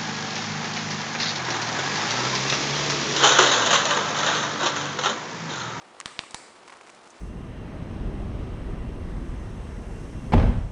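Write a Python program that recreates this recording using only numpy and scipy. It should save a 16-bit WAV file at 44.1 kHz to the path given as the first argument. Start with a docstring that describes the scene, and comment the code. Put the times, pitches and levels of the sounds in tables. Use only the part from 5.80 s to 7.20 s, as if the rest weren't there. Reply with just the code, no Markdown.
"""A parrot bites a hard biscuit close by in a tiled room, then grinds and scrapes the crumbs in its beak.
Each brittle fracture is an impulse that excites damped resonances: a bright snap, a hollow knock
of the beak and a low thump, with a burst of splinters. Crumbs tick and rustle, and stick-slip
friction makes one brief scrape. The hard walls reverberate over steady room noise."""
import sys
import numpy as np
from scipy import signal
from scipy.fft import rfft, irfft
from scipy.io import wavfile

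SR = 44100
rng = np.random.default_rng(int(sys.argv[2]) if len(sys.argv) > 2 else 0)


def pcm_store(signal):
    """Save signal as 16-bit PCM."""
    levels = np.round(np.clip(np.atleast_2d(signal), -1, 1) * 32767)
    wavfile.write(sys.argv[1], SR, levels.astype(np.int16).T)


N = 61739


def undb(db):
    """Decibels to amplitude ratio."""
    return 10 ** (np.asarray(db) / 20)


def level(x, db):
    """Scale to an rms level."""
    return x * undb(db) / np.sqrt(np.mean(x ** 2))


def ring(x, hz, width_hz):
    """A damped resonator with unit gain at its centre."""
    w = 2 * np.pi * min(hz, SR * .45) / SR
    a = np.sin(w) * width_hz / hz / 2
    return signal.lfilter([a, 0, -a], [1 + a, -2 * np.cos(w), 1 - a], x + 1e-18)


def ring_twice(x, hz, width_hz):
    """Two equal resonators in cascade give steeper skirts."""
    return ring(ring(x, hz, width_hz), hz, width_hz)


def colour(x, points):
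    """Spectral shaping by (Hz, dB) points, interpolated in log frequency."""
    hz, db = np.array(points, float).T
    bin_hz = np.maximum(np.fft.rfftfreq(len(x), 1 / SR), 1)
    gain = undb(np.interp(np.log(bin_hz), np.log(hz), db))
    return irfft(rfft(x) * gain, len(x))


def soften(x, hz, order):
    """Low-pass filtering rounds off the treble."""
    return signal.sosfilt(signal.butter(order, min(hz, SR * .45), fs=SR, output="sos"), x)


def grains(t, decay_s, breaks_per_s=10000):
    """Shot noise of tiny breaks, decaying exponentially, with unit energy."""
    breaks = rng.standard_normal(len(t)) * (rng.random(len(t)) < breaks_per_s / SR)
    burst = breaks * np.exp(-t / decay_s)
    return burst / np.linalg.norm(burst)


def add(track, start_s, sound):
    """Superpose a sound on a track."""
    i = int(start_s * SR)
    track[i:i + len(sound)] += sound[:len(track) - i]


# Spectrum of the room's air. 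Each row: frequency in Hz, relative spectral density in dB.
AIR_SPECTRUM = [(25, -25), (60, -17.5), (140, -11.5), (230, -4), (450, -2), (700, -1), (1150, -2),
                (1700, -7.5), (2400, -11), (4000, -15), (6600, -20), (10000, -24)]


def room_noise(air_db=-51, flutter_db=1.66):
    """Random amplitude modulation flutters a broadband rush; narrowband noise adds a faint hum."""
    flutter = level(ring(rng.standard_normal(N), hz=15.6, width_hz=35), db=0)
    air = level(colour(rng.standard_normal(N), AIR_SPECTRUM), air_db)
    hum = level(ring(rng.standard_normal(N), hz=344.6, width_hz=17), db=-66)
    return air * undb(flutter_db * flutter) + hum


# Spectrum of the tiled room's reverberation. Each row: frequency in Hz, relative level in dB.
TILE_SPECTRUM = [(60, -26), (250, -18.5), (600, -17), (1100, -13.5), (2000, -9), (2700, -13.5),
                 (3600, -16.5), (5000, -14), (6500, -15.5), (8000, -6.5), (10000, -17.5)]


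def reverberation(x, t60_s=.77, treble_t60_s=.72, crossover_hz=5070, delay_s=.00022, build_s=.00044):
    """Dense reflections form a diffuse field that decays exponentially, the treble a little sooner."""
    t = np.arange(N) / SR
    reflections = colour(rng.standard_normal(N), TILE_SPECTRUM)
    low = signal.sosfiltfilt(signal.butter(2, crossover_hz, fs=SR, output="sos"), reflections)
    treble = reflections - low
    build = 1 - np.exp(-np.maximum(t - delay_s, 0) / build_s)
    slow, fast = (build * np.exp(-np.log(1000) * t / t60) for t60 in (t60_s, treble_t60_s))
    response = (low * slow + treble * fast) / np.linalg.norm(slow)
    return signal.fftconvolve(x, response)[:N]


def scraping(peak_s=1.308, spread_s=.007, slips_per_s=1800):
    """Stick-slip friction: the beak slides briefly over a crumb in a run of tiny impulses."""
    t = np.arange(N) / SR
    slide = np.exp(-.5 * ((t - peak_s) / spread_s) ** 2)
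    slips = rng.standard_normal(N) * (rng.random(N) < slips_per_s / SR)
    return slide * level(ring_twice(slips, hz=6450, width_hz=2800), db=-54)


CRUMB_HZ, CRUMB_WIDTH_HZ = 5400, 4600


def specks(start_s, specks_per_s=70):
    """A Poisson process: specks crackle faintly at independent, random instants."""
    t = np.arange(N) / SR
    ticks = rng.uniform(-0.86, 1, N) * (rng.random(N) < specks_per_s / SR) * (t > start_s)
    return level(ring(ticks, CRUMB_HZ, CRUMB_WIDTH_HZ), db=-69)


# Modes of the beak around a crumb. Each row: frequency in Hz, bandwidth in Hz, gain in dB.
BEAK_MODES = [(1030, 270, 3), (2133, 360, 1.5), (2790, 670, -3.5)]
# Crumbs crushed in the beak. Each row: start in seconds, level in dB,
# then gritty treble and hollow ring, both in dB relative to that level.
CRUSHED_CRUMBS = [(0.5083, -23, 9.5, -7), (0.5175, -29, 6, -2), (0.8781, -10.5, -7, -1),
                  (0.8839, -16, -11, 5), (0.8968, -10, -21, -1.5), (0.9014, -14.5, -7, -2),
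                  (0.9234, -10.5, -14.5, 0.5), (0.9255, -13.5, -14, 2), (0.9292, -16.5, -13, 5),
                  (0.9346, -18, -13, 9), (0.9388, -13, -12, 2), (0.969, -16.5, -7, 2),
                  (0.9866, -19, -26, -5), (1.0109, -9.5, -15, 1.5), (1.0653, -18, -7.5, 1),
                  (1.0720, -14.5, -10, 1), (1.0940, -10.5, -17, -13), (1.0991, -16.5, -3, 0.5),
                  (1.147, -25, 2, 2), (1.2740, -21.5, -2.5, -6)]


def chewing(crumble_s=.0035):
    """Modal excitation: each crumb gives way with a gritty rustle and sets the beak ringing."""
    push, hollow, grit = np.zeros((3, N))
    t = np.arange(1024) / SR
    for start, db, treble_db, hollow_db in CRUSHED_CRUMBS:
        add(push, start, undb([db]))
        add(hollow, start, undb([db + hollow_db]))
        add(grit, start, undb(db + treble_db) * grains(t, crumble_s))
    # The lowest mode carries the hollow ring; neighbouring modes alternate in polarity.
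    beak = sum((-1) ** k * undb(db) * ring(push if k else hollow, hz, width_hz)
               for k, (hz, width_hz, db) in enumerate(BEAK_MODES))
    return soften(beak, hz=3300, order=2) + ring(grit, CRUMB_HZ, CRUMB_WIDTH_HZ)


# Fractures of the biscuit. Each row: start in seconds; snap gain in dB, frequency and bandwidth in Hz;
# knock gain in dB, frequency and bandwidth in Hz; beak shell gain in dB; thump gain in dB and frequency
# in Hz; splinter gain in dB; treble cutoff of the direct sound in Hz; gain into the room in dB.
BISCUIT_FRACTURES = [(0.2018, -8.5, 6850, 3000, 7, 1120, 290, -20, -31, 151, -9.5, 8700, -29.5),
                     (0.2115, -3.5, 2120, 1540, -18, 1410, 398, -28, -30, 153, -16.5, 8000, -16.5),
                     (0.2586, 1.5, 3320, 2080, 6, 1143, 455, 0.5, 4, 142, -10, 11100, 8),
                     (0.3917, 8, 3000, 3380, 4.5, 874, 593, -8, 5, 137, -5, 6320, 1),
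                     (0.4363, -20, 2470, 2890, 1, 1110, 297, -21, -13, 146, -11.5, 2980, -8),
                     (0.5449, -2, 4420, 3100, 8.5, 885, 329, -2, 3.5, 105, -5.5, 11500, 7)]


def bites(splinter_s=.0016, scatter_s=.023, echo_s=.0043, echo_db=-20):
    """Brittle fracture excites resonances impulsively; returns the near sound and what meets the walls."""
    near, to_walls = np.zeros((2, N))
    pulse = signal.unit_impulse(2048)
    t = np.arange(len(pulse)) / SR
    beak_tip = undb(-18.5) * ring(pulse, hz=4400, width_hz=500)
    beak_shell = ring(pulse, hz=1890, width_hz=1280)
    for (start, snap_db, snap_hz, snap_width_hz, knock_db, knock_hz, knock_width_hz, shell_db,
         thump_db, thump_hz, splinter_db, cutoff_hz, room_db) in BISCUIT_FRACTURES:
        snap = undb(snap_db) * (ring_twice(pulse, snap_hz, snap_width_hz) + beak_tip)
        knock = undb(knock_db) * ring_twice(pulse, knock_hz, knock_width_hz)
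        thump = undb(thump_db) * ring(pulse, thump_hz, width_hz=235)
        crack = snap - knock + undb(shell_db) * beak_shell + thump
        # Scattering into the room spreads the splinters' treble over a longer time.
        splinters, scattered = (undb(splinter_db) * ring(grains(t, decay_s), hz=5670, width_hz=19000)
                                for decay_s in (splinter_s, scatter_s))
        direct = soften(crack + splinters, cutoff_hz, order=4)
        add(near, start, direct)
        add(near, start + echo_s, undb(echo_db) * direct)  # first reflection from a nearby surface
        add(to_walls, start, undb(room_db) * (crack + scattered))
    return near, to_walls


def scene():
    """Superposition of bites, crumbs, their reverberation and the room noise, in mono."""
    cracks, to_walls = bites()
    crumbs = chewing() + scraping() + specks(start_s=BISCUIT_FRACTURES[0][0])
    reverb = reverberation(to_walls + undb(-0.5) * crumbs)
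    return (cracks + crumbs + reverb + room_noise())[None]


def record(dry, cutoff_hz=10100):
    """Band limiting: an elliptic low-pass cuts the top steeply."""
    return signal.sosfilt(signal.ellip(10, .2, 60, cutoff_hz, fs=SR, output="sos"), dry)


dry = scene()
out = record(dry)
pcm_store(out)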